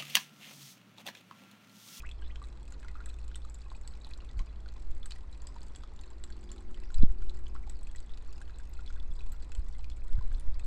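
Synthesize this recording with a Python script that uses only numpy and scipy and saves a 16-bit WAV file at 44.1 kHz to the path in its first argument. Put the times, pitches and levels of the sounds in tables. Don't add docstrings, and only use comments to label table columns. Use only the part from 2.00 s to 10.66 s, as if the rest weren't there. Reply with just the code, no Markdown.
import sys
import numpy as np
from scipy import signal
from scipy.fft import rfft, irfft, next_fast_len
from scipy.io import wavfile
from scipy.ndimage import map_coordinates

SR = 44100
rng = np.random.default_rng(int(sys.argv[2]) if len(sys.argv) > 2 else 0)


def output_pcm(signal):
    pcm = np.clip(np.atleast_2d(signal).T, -1, 1) * 32767
    wavfile.write(sys.argv[1], SR, np.round(pcm).astype(np.int16))


N = 381906


def amp(db):
    return 10 ** (np.asarray(db) / 20)


def unit(x):
    return x / np.sqrt(np.mean(x ** 2) + 1e-20)


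def along(points, hz):
    f, value = np.transpose(points)
    return np.interp(np.log(hz + 1), np.log(f + 1), value)


def wobble(rate):
    knots = rng.standard_normal(int(N * rate / SR) + 4)
    return map_coordinates(knots, [np.arange(N) * rate / SR])


def filtered(x, response):
    m = next_fast_len(N + SR // 2)
    return irfft(rfft(x, m) * response(np.fft.rfftfreq(m, 1 / SR)), m)[:N]


def coloured(x, spectrum):
    m = 2 * next_fast_len(N // 2 + SR // 2)
    gain = amp(along(spectrum, np.fft.rfftfreq(m, 1 / SR)))
    cepstrum = irfft(np.log(gain))
    cepstrum[1:m // 2] *= 2
    cepstrum[m // 2 + 1:] = 0
    return unit(irfft(rfft(x, m) * np.exp(rfft(cepstrum)))[:N])


def placed(times, grains):
    starts = np.round(np.abs(times) * SR).astype(int)
    index = starts[:, None] + np.arange(grains.shape[1])
    return np.bincount(index.ravel(), grains.ravel(), N)[:N]


def plinks(times, db, hz, t60, rise, onset_cycles, size=1300):
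    t = np.arange(size) / SR
    hz, age = hz[:, None], t / t60[:, None]
    pitch = hz * (1 + rise * (np.minimum(age, 1) - 1 / 8))
    phase = 2 * np.pi * np.cumsum(pitch, axis=1) / SR
    decay = np.exp(-np.log(1000) * age)
    shape = decay * (1 - np.exp(-t * hz / onset_cycles))
    shape /= shape.max(axis=1, keepdims=True)
    return placed(times, amp(db)[:, None] * shape * np.sin(phase))


def snaps(times, db, t60, size=400):
    decay = np.exp(-np.log(1000) * np.arange(size) / SR / t60)
    return placed(times, amp(db)[:, None] * decay * rng.standard_normal((len(times), size)))


def spread_times(count):
    return (np.arange(count) + rng.random(count)) / count * N / SR


def splash_times(blobs, count, spread):
    return rng.choice(blobs, count) + rng.exponential(spread, count)


# f/Hz, relative level/dB
OUTDOOR_COLOUR = [(41, -24), (70, -0.5), (83, -12), (102, -16.5), (163, -17.5), (291, -18.5), (678, -28),
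                  (1160, -30), (1790, -36), (2540, -38.5), (3190, -45), (4000, -41), (6050, -51),
                  (7910, -55.5), (9730, -59), (12600, -90), (21400, -120)]


def outdoors():
    level_db = -56.5 + 0.92 * wobble(3.15)
    return amp(level_db) * coloured(rng.standard_normal(N), OUTDOOR_COLOUR)


# f/Hz, relative level/dB
EXHAUST_COLOUR = [(120, -29), (178, -8), (205, -9), (220, 3.5), (265, -15.5), (315, -6), (360, 1),
                  (395, -7.5), (440, -27)]
PASS_S, PASS_DB, PASS_FADE_DB = 4.88, -59, 13
SHIFT_S, SHIFT_HALF_S, SHIFT_DIP_DB = 4.965, 0.12, 17
LOW_GEAR_HZ, LOW_GEAR_HZ_PER_S = 46.05, 4.4
HIGH_GEAR_HZ, HIGH_GEAR_HZ_PER_S = 34.87, 1.599


def vehicle():
    t = np.arange(N) / SR
    since = t - SHIFT_S
    shifted = np.clip(.5 + since / SHIFT_HALF_S / 2, 0, 1)
    low_gear = LOW_GEAR_HZ + LOW_GEAR_HZ_PER_S * since
    high_gear = HIGH_GEAR_HZ + HIGH_GEAR_HZ_PER_S * since
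    rate = (1 - shifted) * low_gear + shifted * high_gear
    passing_db = PASS_DB - PASS_FADE_DB * (t - PASS_S) ** 2
    dip_db = SHIFT_DIP_DB * np.exp(-(since / SHIFT_HALF_S) ** 2)
    phase = 2 * np.pi * np.cumsum(rate) / SR
    orders = np.zeros(N)
    for k in range(4, 13):
        order_db = along(EXHAUST_COLOUR, k * rate) + 1.2 * wobble(7)
        orders += amp(order_db) * np.sin(k * phase + rng.uniform(0, 2 * np.pi))
    return amp(passing_db - dip_db) * orders


# f/Hz, rms level/dB before the slow swing and random waver
HUM_LINES = [(41.8, -48.5), (55.3, -46), (98.3, -69), (119.8, -64), (418, -85.5)]
# t/s, gain/dB
HUM_SWING = [(0, 0.5), (3.2, -3), (4.1, -5.5), (5.5, -2), (8.66, 0)]


def machine():
    swing_db = np.interp(np.arange(N) / SR, *np.transpose(HUM_SWING))
    lines = np.zeros(N)
    for hz, db in HUM_LINES:
        level = amp(db + 2.15 * wobble(3.029))
        phase = 2 * np.pi * np.cumsum(hz + 0.303 * wobble(2.07)) / SR
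        lines += level * np.sin(phase)
    return np.sqrt(2) * amp(swing_db) * lines


# f/Hz, relative level/dB
BUFFET_COLOUR = [(6, 13.5), (14, 5), (25, 5.5), (40, -13.5), (65, -14), (100, -27.5), (200, -49.5),
                 (500, -95), (1500, -140)]
# t/s of the peak, relative level/dB there, time/s to swell or die by about 9 dB
GUST_SWELLS = [(2.409, -33, 0.0051), (2.93, -34, 0.14), (5.04, -27.5, 0.18), (5.55, -38, 0.6),
               (7.12, -32, 0.28), (8.17, -31, 0.33), (8.48, -28, 0.43)]
# t/s, peak level/dB before the ripples, main f/Hz
EDDIES = [(2.372, -29.5, 51), (2.399, -23.5, 21), (4.966, -20, 15), (5, -19, 48), (5.033, -26.5, 82),
          (5.0322, -42, 300), (5.035, -16.5, 172), (5.109, -19, 27), (5.289, -28, 22), (7.11, -41, 104),
          (7.592, -22.5, 38), (8.153, -19, 30), (8.186, -25.5, 80), (8.49, -32.5, 68)]
CALM_DB = -46
EDDY_RAGGED, EDDY_RIPPLES = 0.03, 3


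def wind():
    t = np.arange(N) / SR
    gusts = [amp(db) * np.exp(-np.abs(t - s) / swell) for s, db, swell in GUST_SWELLS]
    strength = np.hypot(amp(CALM_DB), np.linalg.norm(gusts, axis=0))
    buffet = amp(6) * strength * coloured(rng.standard_normal(N), BUFFET_COLOUR)
    eddies = np.zeros(N)
    for s, db, hz in EDDIES:
        square = (np.pi * hz * (t - s)) ** 2
        ripples = 1 + EDDY_RAGGED * wobble(EDDY_RIPPLES * hz)
        eddies += amp(db) * (2 * square - 1) * np.exp(-square) * ripples
    return buffet + eddies


THUMP_S, THUMP_DB, THUMP_RISE_S, THUMP_FALL_S = 5.029, -7.5, 0.019, 0.0433


def thump():
    since = np.arange(N) / SR - THUMP_S
    square = (since / np.where(since < 0, THUMP_RISE_S, THUMP_FALL_S)) ** 2
    return amp(THUMP_DB) * (2 * np.exp(-square) - np.exp(-square / 2 ** 2))


def scattered(x, t60, gap, count=12, size=5000):
    t = np.arange(size) / SR
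    envelope = np.exp(-np.log(1000) * t / t60) * (1 - np.exp(-t / gap))
    tails = rng.standard_normal((count, size)) * envelope
    tails /= np.linalg.norm(tails, axis=1, keepdims=True)
    position = np.linspace(0, count - 1, N)
    shares = np.maximum(1 - np.abs(position - np.arange(count)[:, None]), 0)
    return signal.fftconvolve(shares * x, tails, axes=1).sum(axis=0)[:N]


# f/Hz, width/Hz, gain level/dB of each at its centre
STONE_HOLLOWS = [(1050, 47, -10), (1426, 130, -2.5), (1613, 70, 0.5), (1948.5, 39, 2.5), (2540, 84, -1),
                 (3000, 55, -3), (3416, 110, -1.5), (4010, 150, -4), (4470, 130, -6), (6470, 51, -5),
                 (7260, 73, -6), (7762, 96, -7.5), (8600, 54, -3)]


def hollows(x):
    def response(f):
        total = 0
        for hz, width, db in STONE_HOLLOWS:
            damping = 1j * f * width
            total = total + amp(db) * damping / (hz * hz - f * f + damping)
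        return total
    return filtered(x, response)


# t/s, level/dB before a 4 dB lift and the colour below
FILM_BURSTS = [(6.6927, -56), (7.324, -51.5)]
# f/Hz, gain level/dB
FILM_COLOUR = [(9000, -40), (11500, -17), (12300, 3), (14500, -5), (15500, -5)]


def pops():
    s, db = np.transpose(FILM_BURSTS)
    ticks = snaps(s, db + 4.0, t60=.02)
    return filtered(ticks, lambda hz: amp(along(FILM_COLOUR, hz)))


# t/s, length/s, first f/Hz, last f/Hz, level/dB; pitch and level then scatter
GURGLE_RUNS = [(0.034, .036, 1230, 2800, -50), (.22, .058, 2950, 3870, -57.5),
               (.298, .016, 1850, 3030, -58.5), (0.952, 0.0672, 1246, 1570, -60)]


def gurgles(count=10):
    s, length, first_hz, last_hz, db = np.transpose(GURGLE_RUNS)
    jitter = rng.normal(0, 0.025, (count, len(s)))
    progress = np.clip(np.linspace(0, 1, count)[:, None] + jitter, 0, 1)
    scatter = np.exp(rng.normal(0, .065, progress.shape))
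    hz = (first_hz * (last_hz / first_hz) ** progress * scatter).ravel()
    levels = (db + rng.normal(0, 1.1, progress.shape)).ravel()
    times = (s + length * progress).ravel()
    return plinks(times, levels, hz, np.full(len(hz), .018), rise=0.14, onset_cycles=0.56)


# f/Hz, relative level/dB
SPRAY_COLOUR = [(1200, -3.5), (4000, -0.5), (6100, -3), (7200, 4.5), (8000, 6), (8500, -2), (9700, -6),
                (11000, -16.5), (13000, -18), (15000, -39)]


def spray(blobs, count=1300):
    db = 10.4 * np.minimum(rng.standard_normal(count), 2)
    patter = unit(snaps(splash_times(blobs, count, spread=.002), db, t60=0.0087))
    fizz = amp(-11.0 + 2.1 * wobble(16)) * rng.standard_normal(N)
    return amp(-75.5) * coloured(patter + fizz, SPRAY_COLOUR)


# f/Hz, level/dB
BREAK_COLOUR = [(600, -19), (1300, -5), (2500, -1), (4200, 3), (6100, -6.5), (7700, -6), (9000, -17.5),
                (11000, -25), (15000, -38)]


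def splashes(blobs, count=700):
    db = 6 * np.minimum(rng.standard_normal(count), 2)
    slaps = snaps(splash_times(blobs, count, spread=.003), db, t60=0.0096)
    return amp(-78) * coloured(slaps, BREAK_COLOUR)


# f/Hz, relative level/dB
TRICKLE_COLOUR = [(450, -20.5), (800, 6.5), (1400, 1), (1750, -3.5), (2250, -0.5), (2550, 1.5), (2950, -8),
                  (3400, -1.5), (4000, -0.5), (4900, -1.5), (6100, -9.5), (7600, -19), (8600, -23),
                  (11000, -19)]


def trickle(blobs, count=3400):
    hz = np.exp(rng.uniform(np.log(750), np.log(9000), count))
    db = 5.6 * np.minimum(rng.standard_normal(count), 1.9) + 3.3 * np.log2(hz / 1000)
    t60 = 0.021 * (hz / 1000) ** -.45 * np.exp(0.47 * rng.standard_normal(count))
    times = splash_times(blobs, count, spread=.014)
    bubbles = plinks(times, db, hz, t60, rise=0.12, onset_cycles=0.27, size=800)
    return amp(-71) * coloured(bubbles, TRICKLE_COLOUR)


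# t/s, nominal peak level/dB, f/Hz of the trapped air
LOUD_DROPLETS = [(0.7235, -46.5, 7200), (1.059, -42, 7900), (1.092, -47.5, 7900), (1.3571, -38.5, 8090),
                 (1.498, -47.5, 7630), (1.5449, -45.5, 7280), (1.8758, -41, 7860), (3.058, -39.5, 8030),
                 (3.1073, -46, 7400), (3.4197, -48.5, 7200), (3.4705, -41.5, 7800), (3.6308, -47.5, 7850),
                 (3.76, -42.5, 7940), (4.239, -39.5, 7690), (4.5167, -40, 7300), (4.9433, -43, 7760),
                 (5.697, -39, 7780), (5.831, -48, 8100), (5.9606, -43.5, 7700), (6.003, -47, 7800),
                 (6.5859, -48, 7860), (6.7371, -49.5, 7560), (7.3204, -47, 7690), (7.5191, -46, 7400),
                 (7.5497, -45, 7710), (8.398, -46, 9070), (8.5954, -48.5, 7900)]
DROPLET_HZ, DROPLET_SCATTER = 7620, 0.0437
QUIET_DROPLET_DB, QUIET_SPREAD_DB = -57.5, 1.5


def droplet_events(count=36):
    pitches = DROPLET_HZ * np.exp(DROPLET_SCATTER * rng.standard_normal(count))
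    quiet = [spread_times(count), rng.normal(QUIET_DROPLET_DB, QUIET_SPREAD_DB, count), pitches]
    return np.hstack([np.transpose(LOUD_DROPLETS), quiet])


IMPACT_LEAD_S, IMPACT_DB = .0011, -8


def droplets(s, db, hz):
    ring = plinks(s, db - .6, hz, t60=np.full(len(s), .01), rise=0.038, onset_cycles=0.58)
    touch = snaps(s - IMPACT_LEAD_S, db + IMPACT_DB, t60=0.0035)
    slap = snaps(s, db, t60=0.017) + touch
    return ring + amp(-9.0) * np.std(slap) * coloured(slap, SPRAY_COLOUR)


# t/s, nominal peak level/dB, f/Hz of the bubble
LOUD_BUBBLES = [(.0032, -43.5, 2470), (0.0908, -43.5, 2600), (0.1137, -40, 3480), (0.221, -52, 1590),
                (0.3585, -46, 3140), (0.4176, -45.5, 1160), (.44, -47, 3930), (0.678, -54, 2600),
                (0.722, -55, 1450), (.739, -55, 4020), (0.83, -53, 1690), (0.847, -49, 1410),
                (0.884, -46.5, 2050), (0.9541, -43.5, 1270), (1.004, -45, 1400), (1.061, -54, 1660),
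                (1.096, -49, 2480), (1.187, -54, 2600), (1.315, -53, 1490), (1.346, -42, 3100),
                (1.3572, -52, 1440), (1.36, -46, 3620), (1.419, -52, 3570), (1.449, -49, 1210),
                (1.6174, -49, 4510), (1.702, -50, 4020), (1.717, -42.5, 1010), (1.749, -51.5, 2500),
                (1.8764, -47, 4440), (1.9373, -48, 4000), (2.047, -40, 4070), (2.0693, -50.5, 910),
                (2.1132, -49, 2500), (2.1362, -39.5, 4050), (2.204, -49, 2810), (2.291, -53, 3650),
                (2.392, -45, 2160), (2.3977, -45, 1046), (2.66, -53, 1460), (2.6873, -44, 4200),
                (2.763, -51.5, 1010), (3.03, -45, 3460), (3.0594, -52, 1600), (3.1089, -40, 3730),
                (3.113, -45, 3020), (3.12, -39, 4340), (3.1605, -53, 1950), (3.328, -51.5, 3970),
                (3.4708, -43, 4870), (3.5628, -43.5, 930), (3.617, -50, 4479), (3.761, -49, 3216),
                (3.8357, -47.5, 1240), (3.9917, -46.5, 3760), (4.036, -51, 4020), (4.239, -41, 3900),
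                (4.302, -54, 1608), (4.3243, -48, 4460), (4.4916, -51.5, 3410), (4.581, -49, 3905),
                (4.7448, -48, 3060), (4.774, -53.5, 1960), (4.836, -54, 2000), (4.9033, -49, 1450),
                (4.9436, -41, 3930), (4.9837, -44, 4940), (5.0253, -40.5, 3850), (5.221, -52.5, 1420),
                (5.2966, -39.5, 4000), (5.4668, -47, 3120), (5.5519, -43, 1100), (5.562, -45, 1290),
                (5.674, -49.5, 815), (5.8706, -50, 2550), (5.9502, -48.5, 1910), (5.9832, -51, 4020),
                (6.0943, -52, 3430), (6.137, -49, 3790), (6.332, -51, 4709), (6.4155, -46, 1593),
                (6.478, -51.5, 3060), (6.496, -53, 1620), (6.599, -53.5, 1590), (6.7914, -49, 1410),
                (6.862, -48, 3983), (6.8769, -44.5, 3430), (6.9026, -49.5, 1426), (7.0, -47, 3480),
                (7.192, -47, 3900), (7.2068, -48.5, 2510), (7.5196, -49, 2570), (7.5507, -49, 3080),
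                (7.792, -50.5, 4200), (7.843, -46.5, 2436), (7.9162, -52.5, 3400), (8.189, -51, 1510),
                (8.2104, -49, 1030), (8.317, -52.5, 1580), (8.347, -47.5, 4180), (8.5432, -49, 4530),
                (8.5965, -48, 2600)]
# t/s, level/dB before the smack gain and colour
HEAVY_SMACKS = [(.3579, -50), (.883, -52), (1.3566, -51), (2.392, -46), (3.1083, -47), (3.12, -46),
                (3.7496, -50), (3.8357, -51), (4.239, -53), (4.9438, -58), (5.0245, -57), (5.2968, -57),
                (5.697, -56), (6.1741, -49.5), (7.5189, -49), (7.5505, -52), (7.8434, -53), (7.8995, -47)]
RING_T60_S, RING_SLOPE = .029, -0.77
SMACK_GAIN_DB, PINCH_DB, SNAP_T60_S = 6, -55, 0.015


def loud_bubbles(s, db, hz):
    t60 = RING_T60_S * (hz / 1000) ** RING_SLOPE * np.exp(0.15 * rng.standard_normal(len(s)))
    ring = plinks(s, db - 0.88, hz, t60, rise=0.035, onset_cycles=0.23)
    smack_s, smack_db = np.transpose(HEAVY_SMACKS)
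    pinches = snaps(s, np.full(len(s), PINCH_DB), SNAP_T60_S)
    smacks = snaps(smack_s, smack_db + SMACK_GAIN_DB, SNAP_T60_S)
    return ring + filtered(pinches + smacks, lambda f: amp(along(BREAK_COLOUR, f)))


YARD_DB, YARD_T60_S = -14, 0.2


def scene(count=420):
    bubbles, drops = np.transpose(LOUD_BUBBLES), droplet_events()
    blobs = np.concatenate([bubbles[0], drops[0], spread_times(count)])
    flow = amp(0.97 * wobble(7))
    wash = flow * (trickle(blobs) + splashes(blobs) + spray(blobs))
    water = loud_bubbles(*bubbles) + gurgles() + droplets(*drops) + pops() + wash
    pond = amp(-7.0) * scattered(water, t60=0.06, gap=0.00083)
    yard = amp(YARD_DB) * scattered(water, t60=YARD_T60_S, gap=.01, count=6, size=11000)
    echoes = pond + hollows(water) + yard
    background = outdoors() + vehicle() + machine() + wind() + thump()
    return (water + echoes + background)[None]


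TOP_HZ = 15200


def record(dry):
    return filtered(dry[0], lambda hz: hz < TOP_HZ)[None]


dry = scene()
out = record(dry)
output_pcm(out)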